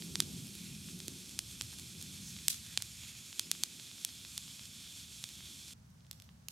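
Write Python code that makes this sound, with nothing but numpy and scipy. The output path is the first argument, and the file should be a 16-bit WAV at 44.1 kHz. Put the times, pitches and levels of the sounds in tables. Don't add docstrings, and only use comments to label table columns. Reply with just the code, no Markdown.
import sys
import numpy as np
from scipy import signal
from scipy.fft import rfft, irfft
from scipy.io import wavfile
from scipy.ndimage import uniform_filter1d

SR = 44100
rng = np.random.default_rng(int(sys.argv[2]) if len(sys.argv) > 2 else 0)


def master(y):
    cut = np.clip(np.atleast_2d(y).T, -1, 1)
    pcm = np.round(cut * 32767)
    wavfile.write(sys.argv[1], SR, pcm.astype(np.int16))


N = 287399
TIME = np.arange(N) / SR
STEP_BACK_S = 5.736
PULSE_CENTRE_S = .001


def undb(db):
    return 10 ** (np.asarray(db) / 20)


def unit(x):
    return x / np.sqrt(np.mean(x ** 2))


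def curves(table):
    seconds, *columns = np.transpose(table)
    return [np.interp(TIME, seconds, column) for column in columns]


def colour(x, points):
    size = 8192
    hz, db = np.transpose(points)
    bins_hz = np.fft.rfftfreq(size, 1 / SR)
    gain = undb(np.interp(np.log(bins_hz + 1), np.log(hz), db))
    cepstrum = irfft(np.log(gain))
    cepstrum[1:size // 2] *= 2
    cepstrum[size // 2 + 1:] = 0
    response = irfft(np.exp(rfft(cepstrum)))[:size // 2]
    return signal.oaconvolve(np.atleast_2d(x), response[None], axes=1)[:, :N]


def pan(db):
    return undb(np.array([[.5], [-.5]]) * db)


def walk(rate):
    hold = int(SR / rate)
    steps = np.repeat(rng.standard_normal(N // hold + 1), hold)
    return unit(uniform_filter1d(uniform_filter1d(steps, hold), hold)[:N])


def wide_noise(spectrum, width):
    mid, side = rng.standard_normal((2, N))
    return unit(colour(mid + colour(side, width) * np.array([[1], [-1]]), spectrum))


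def band(x, hz, width_hz):
    return signal.lfilter(*signal.iirpeak(hz, hz / width_hz, fs=SR), x)


def add(out, sound, start_s):
    i = max(int(start_s * SR), 0)
    out[:, i:i + sound.shape[1]] += sound[:, :max(N - i, 0)]


# frequency in Hz, relative level in dB.
AIR_SPECTRUM = [(30, -5), (200, 13.5), (330, 1), (420, 0.5), (800, 0), (1400, -3.5), (2400, -6.5),
                (6000, -9), (15000, -54)]
# frequency in Hz, side minus mid in dB.
AIR_WIDTH = [(60, -18), (200, -2.5), (400, 1), (800, 1), (8000, -1)]


def air():
    return wide_noise(AIR_SPECTRUM, AIR_WIDTH) * undb(-69 + .19 * walk(2.6))


# time in seconds, roar in dB, flame tips in dB before their trim.
FLAME_LEVELS = [(0.0, -51.5, -56), (0.12, -47, -55), (0.27, -46, -51), (0.42, -50, -58),
                (0.58, -53.5, -60.5), (0.72, -47, -62), (0.84, -52.5, -60), (0.92, -52, -60),
                (1.08, -56.5, -56), (1.3, -61.5, -63), (1.65, -63.5, -64), (2.12, -52.5, -63),
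                (2.7, -59, -72), (3.25, -67.5, -70.5), (3.55, -62.5, -61), (4.3, -64.5, -73),
                (4.65, -62, -72), (5.3, -66.5, -71), (5.7, -67, -68.5)]
# time in seconds, rumble in dB.
DRAUGHT_LEVELS = [(0, -57.5), (1.1, -62), (1.5, -58), (2.9, -59.5), (3.2, -61.5), (3.5, -67), (4.5, -64.5),
                  (5.1, -62), (5.7, -62)]
# frequency in Hz, relative level in dB.
ROAR_SPECTRUM = [(30, -42), (70, -11), (120, -10.5), (155, 1.5), (195, 3), (235, -6), (300, -20.5),
                 (500, -55.5)]
FLAP_SPECTRUM = [(100, -44.5), (190, -16), (265, 1.5), (305, -5.5), (350, -1.5), (440, -14), (650, -24.5),
                 (1100, -30), (2000, -47)]
RUMBLE_SPECTRUM = [(25, -47), (40, -24), (65, 1), (105, 2), (130, 2.5), (170, -8.5), (230, -17), (400, -54)]
# frequency in Hz, side minus mid in dB.
FLAME_WIDTH = [(60, -24), (200, -17), (400, -7), (800, -3)]


def flames(near, far_roar_db=-64.5, far_flap_db=-92, far_rumble_db=-60.5, flap_trim_db=-2.63):
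    roar_db, flap_db = np.where(near, curves(FLAME_LEVELS), [[far_roar_db], [far_flap_db]])
    rumble_db = np.where(near, curves(DRAUGHT_LEVELS)[0], far_rumble_db)
    flutter_db = walk(21.8)
    roar = wide_noise(ROAR_SPECTRUM, FLAME_WIDTH) * undb(roar_db + flutter_db)
    flap = wide_noise(FLAP_SPECTRUM, FLAME_WIDTH) * undb(flap_db + flap_trim_db + flutter_db)
    rumble = wide_noise(RUMBLE_SPECTRUM, FLAME_WIDTH) * undb(rumble_db + 1.5 * walk(8.9))
    return roar + flap + rumble


def murmur(db=-71):
    spectrum = [(150, -26.5), (215, 1), (255, .5), (310, -12.5), (500, -38.5)]  # Hz, relative dB
    return undb(db) * wide_noise(spectrum, FLAME_WIDTH)


def puff(start_s=1.0825, hz=300, decay_s=.0027, db=-37):
    t = np.maximum(TIME - start_s, 0)
    return undb(db) * np.sin(2 * np.pi * hz * t) * np.exp(-t / decay_s)


# frequency in Hz, relative level in dB.
CRACKLE_SPECTRUM = [(200, -14), (700, -17), (1700, -10), (3500, 0), (7000, -1), (12000, -9), (16000, -26)]


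def crackle(per_s, spread_db):
    when, size, sign = rng.random((int(per_s * N / SR), 3)).T
    heights = undb(spread_db * size ** 3) * np.sign(sign - .5)
    ticks = np.bincount((when * N).astype(int), heights, N)
    t = TIME[:SR // 400]
    sticks = (t == 0) + .2 * rng.standard_normal(len(t)) * np.exp(-t / .0004)
    return unit(colour(np.convolve(ticks, sticks)[:N], CRACKLE_SPECTRUM))


# frequency in Hz, relative level in dB.
FAR_HISS_SPECTRUM = [(800, -17), (1500, -1.5), (2300, -17), (3200, -8), (6000, -0.5), (8500, -4.5),
                     (9500, -6.5), (15000, -14)]
# frequency in Hz, side minus mid in dB.
FAR_HISS_WIDTH = [(2000, 2), (12000, -9)]


def distant_steam():
    hiss = undb(-74) * wide_noise(FAR_HISS_SPECTRUM, FAR_HISS_WIDTH)
    return pan(-5) * (hiss + undb(-90) * crackle(per_s=69, spread_db=9))


# time in seconds, hiss in dB before its trim, treble lift in dB.
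STEAM_LEVELS = [(0.0, -52, 3.5), (1.24, -53, 1.5), (1.82, -51.5, 1.5), (5.29, -52.5, 0.5), (5.57, -53, 1),
                (5.7, -52.5, 0)]
# frequency in Hz, relative level in dB.
HISS_SPECTRUM = [(300, -12.5), (800, -25.5), (1500, -10), (2000, -13.5), (2500, 0), (2900, -4), (3450, 4),
                 (4100, 1), (7200, 0), (8700, -2.5), (9600, -5.5), (11800, -6.5), (13300, -14.5),
                 (15700, -26.5)]
# frequency in Hz, side minus mid in dB.
HISS_WIDTH = [(700, -7), (1400, -0.5), (2500, -9), (4500, -33), (15000, -109)]
# pitch in Hz, bandwidth in Hz,
# level against the hiss in dB, time of the peak in seconds, time constant of the swell in seconds.
STEAM_JETS = [(3470, 380, -8.5, 4.8, 0.55), (6870, 110, -9.5, 3.15, 0.3), (1780, 450, -19, 2.6, 0.25),
              (2550, 300, -11.5, 0.7, 0.16), (2500, 500, -13, 3.2, 0.55), (7170, 430, -12, 5.2, 1.2),
              (8700, 160, -21, 1.9, 1.6), (6200, 1600, -0.5, 2.28, 0.027)]


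def close_steam(flicker_db=.91, jet_waver_db=3.5, trim_db=-.31, log_echo_s=.000935):
    hiss_db, treble_db = curves(STEAM_LEVELS)
    hiss = wide_noise(HISS_SPECTRUM, HISS_WIDTH)
    hiss += .15 * np.roll(hiss, round(log_echo_s * SR), axis=1)
    hiss += (undb(treble_db) - 1) * band(hiss, hz=11000, width_hz=5500)
    hiss *= undb(flicker_db * walk(40))
    for hz, width_hz, db, peak_s, swell_s in STEAM_JETS:
        swell = 1 / np.cosh(np.clip((TIME - peak_s) / swell_s, -20, 20))
        jet = unit(band(rng.standard_normal(N), hz, width_hz))
        hiss += jet * swell * undb(db + jet_waver_db * walk(12))
    return pan(-2.17) * (undb(hiss_db + trim_db) * hiss + undb(-68) * crackle(per_s=130, spread_db=18))


def whistle(start_s=3.405, length_s=.083, from_hz=4990, to_hz=5370):
    progress = np.clip((TIME - start_s) / length_s, 0, 1)
    hz = from_hz + (to_hz - from_hz) * progress ** 1.5 + 10 * walk(300)
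    swell = np.sqrt(8 * progress * (1 - progress))
    return pan(-2) * undb(-59) * swell * np.sin(2 * np.pi * np.cumsum(hz) / SR)


def doublet(hz, lead_radians=.5):
    phase = 2 * np.pi * hz * (TIME[:SR // 200] - PULSE_CENTRE_S)
    balanced = -phase * np.exp(-phase ** 2 / 2)
    pulse = np.real(signal.hilbert(balanced) * np.exp(-1j * lead_radians))
    return pulse / np.sqrt(np.sum(pulse ** 2))


def crack(hz, first_hz, second_hz, edge_hz=11500, pitch_decay_s=.00055):
    t = np.maximum(TIME[:SR // 200] - PULSE_CENTRE_S, 0)
    pulse = unit(doublet(hz) + undb(-24) * doublet(edge_hz))
    for pitch_hz, db in ((first_hz, -13), (second_hz, -16)):
        pulse -= undb(db) * unit(np.sin(2 * np.pi * pitch_hz * t) * np.exp(-t / pitch_decay_s))
    return unit(pulse) / np.sqrt(len(t))


def burst(hz, scatter_db, echo_db, pan_db, first_hz, second_hz, knock_hz=750):
    t = TIME[:SR // 6]
    shared = rng.standard_normal(len(t))
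    per_microphone = rng.standard_normal((2, len(t)))
    sticks = (shared + .18 * per_microphone) * np.exp(-t / .0012) * (t > .00015)
    face = np.exp(-.5 * ((t - .021) / .003) ** 2)
    depths = np.clip(t / .02, 0, 1) ** 3 * np.exp(-np.maximum(t - .02, 0) / .036)
    brush = rng.standard_normal((2, len(t))) * (face + depths)
    reflected = signal.lfilter(*signal.butter(1, 3200, "high", fs=SR), doublet(hz))
    scatter, echo = (unit(signal.fftconvolve(paths, reflected[None], axes=1)) / np.sqrt(len(t))
                     for paths in (sticks, brush))
    out = pan(pan_db) * undb(scatter_db) * scatter + undb(echo_db) * echo
    knock_db = -29 - 14 * np.log2(hz / 4800)
    direct = crack(hz, first_hz, second_hz) + undb(knock_db) * doublet(knock_hz)
    add(out, pan(pan_db) * direct, 0)
    return out


# start in seconds, relative level in dB, centre in Hz.
FAINT_SNAPS = [(0.0227, -22.5, 3500), (0.2106, -28, 3000), (0.2223, -23.5, 4000), (0.4821, -33, 6040),
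               (0.5526, -25.5, 8000), (0.887, -30.5, 2100), (0.9906, -29, 7000), (1.294, -25.5, 6000),
               (1.73, -38, 1300), (1.7375, -35, 2000), (1.787, -25, 5500), (1.7934, -34, 1950),
               (1.797, -25, 5800), (2.3653, -26, 3100), (2.3884, -28, 3100), (2.4966, -24, 6500),
               (2.5173, -24, 6500), (2.5294, -23, 5500), (2.544, -22, 5000), (2.741, -33, 2700),
               (2.8042, -31, 1750), (3.036, -29, 2600), (3.0484, -30.5, 2800), (3.188, -31, 5500),
               (3.3287, -25, 2920), (3.5513, -29, 2300), (3.798, -24, 3400), (3.9146, -28, 3200),
               (3.982, -32, 2500), (4.0902, -26, 3550), (4.2499, -24, 3120), (4.4798, -31.5, 2400),
               (4.5945, -25.5, 2940), (4.6554, -26, 5500), (5.2901, -26, 5000), (5.4065, -33.5, 1800),
               (5.7079, -31, 3500), (6.0066, -45, 3600), (6.0487, -45, 2700), (6.0671, -42, 4200),
               (6.1213, -41, 5000), (6.13, -32, 5300), (6.291, -36, 2380)]


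def faint_snaps():
    out = np.zeros((2, N))
    for start_s, db, hz in FAINT_SNAPS:
        snap = burst(hz, scatter_db=-7, echo_db=-20, pan_db=-2,
                     first_hz=3400, second_hz=1.3 * hz, knock_hz=950)
        add(out, undb(db) * snap, start_s - PULSE_CENTRE_S)
    return out


def small_snaps(per_s=2, spread_db=2.5, spread_octaves=.4, far_loss_db=17):
    out = np.zeros((2, N))
    for when, size, pitch in rng.random((int(per_s * N / SR), 3)):
        start_s = when * N / SR
        db = -31.5 + spread_db * (2 * size - 1) - far_loss_db * (start_s > STEP_BACK_S)
        hz = 5400 * 2 ** (spread_octaves * (2 * pitch - 1))
        snap = burst(hz, scatter_db=-2.5, echo_db=-20, pan_db=0, first_hz=hz, second_hz=1.4 * hz)
        add(out, undb(db) * snap, start_s)
    return out


# start in seconds,
# relative level in dB, centre in Hz, scatter among the sticks in dB, brush echo in dB,
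# left minus right in dB, two pitches that colour the snap in Hz.
SAP_SNAPS = [(0.1558, -7.5, 3870, -9, -28, -2, 4700, 7140), (0.2033, -0.4, 5030, -5.5, -19, -2, 3450, 9300),
             (1.0029, -20.5, 4400, -12, -15, -4, 3500, 6000),
             (1.0818, -14.5, 6300, -17, -22, -5, 6650, 3420), (1.3909, -7, 5100, -8.5, -38, -1, 8200, 5870),
             (1.6114, -10, 3900, -11, -29, -3, 7460, 3700), (1.6207, -20, 6000, -9, -24, -3, 5700, 8000),
             (2.0134, -23.5, 5600, -6, -18, -2, 6500, 10500), (2.026, -23, 6300, -1.5, -23, -3, 6800, 8700),
             (2.4826, 0.5, 6050, -4.5, -5.5, -3, 4800, 6800), (2.7752, -3, 4060, -8, -40, -2.5, 3600, 6950),
             (2.8227, -11.5, 5960, -13, -34, -2, 5080, 7000), (3.3954, -5, 5500, -9, -26, -2.5, 3280, 4580),
             (3.515, -2.5, 5570, -11.5, -40, -3, 5800, 11100),
             (3.636, -3.5, 5270, -7, -24, -2.5, 6460, 4500), (4.0489, -7, 6600, -5, -36, -3.5, 7700, 9000),
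             (4.3787, -11, 5760, -10, -29, -2, 3500, 4860), (5.2404, -14, 4450, -11, -23, -2, 3600, 6660),
             (6.1123, -19, 5450, -4, -18, -4.5, 4600, 5560),
             (6.2002, -29.5, 4800, -14, -14, -5, 4800, 3000), (6.222, -30.5, 5330, -13, -6, -1, 5200, 3480),
             (6.485, -18, 5600, -1, -10.5, -5.5, 7400, 4740)]


def loud_snaps():
    out = np.zeros((2, N))
    for start_s, db, *character in SAP_SNAPS:
        add(out, undb(db) * burst(*character), start_s - PULSE_CENTRE_S)
    return out


# frequency in Hz, gain in dB.
SNAP_TONE = [(100, -9), (350, -3), (700, -5), (1900, -4), (2500, -2), (3400, 1), (5000, -0.5), (7500, -1),
             (11000, 0.5), (13500, -0.5), (16000, -5)]
# frequency in Hz, gain in dB.
FAR_SNAP_TONE = [(1500, 1.5), (2700, 1), (3500, -1), (6000, -0.5), (8000, -3.5), (11500, -0.5), (13500, 9),
                 (16000, 2)]


def snapping_wood(near, near_reverb_db=-25, far_reverb_db=-11, reverb_decay_s=.092):
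    snaps = colour(loud_snaps() + faint_snaps() + small_snaps(), SNAP_TONE)
    snaps = np.where(near, snaps, colour(snaps, FAR_SNAP_TONE))
    t = TIME[:SR // 2]
    garden = unit(rng.standard_normal((2, len(t))) * np.exp(-t / reverb_decay_s)) / np.sqrt(len(t))
    send = undb(np.where(near, near_reverb_db, far_reverb_db))
    return snaps + signal.fftconvolve(snaps * send, garden, axes=1)[:, :N]


def scene():
    near = TIME < STEP_BACK_S
    steam = np.where(near, close_steam(), distant_steam())
    return steam + flames(near) + near * murmur() + snapping_wood(near) + whistle() + puff() + air()


# frequency in Hz, gain in dB.
LEFT_MICROPHONE = [(2000, 0), (7000, -.4), (8300, .3), (9500, 1.8), (15000, 2.2)]


def record(dry, top_hz=15900):
    heard = np.vstack([colour(dry[0], LEFT_MICROPHONE), dry[1]])
    return signal.sosfilt(signal.ellip(8, .2, 70, top_hz, fs=SR, output="sos"), heard)


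dry = scene()
out = record(dry)
master(out)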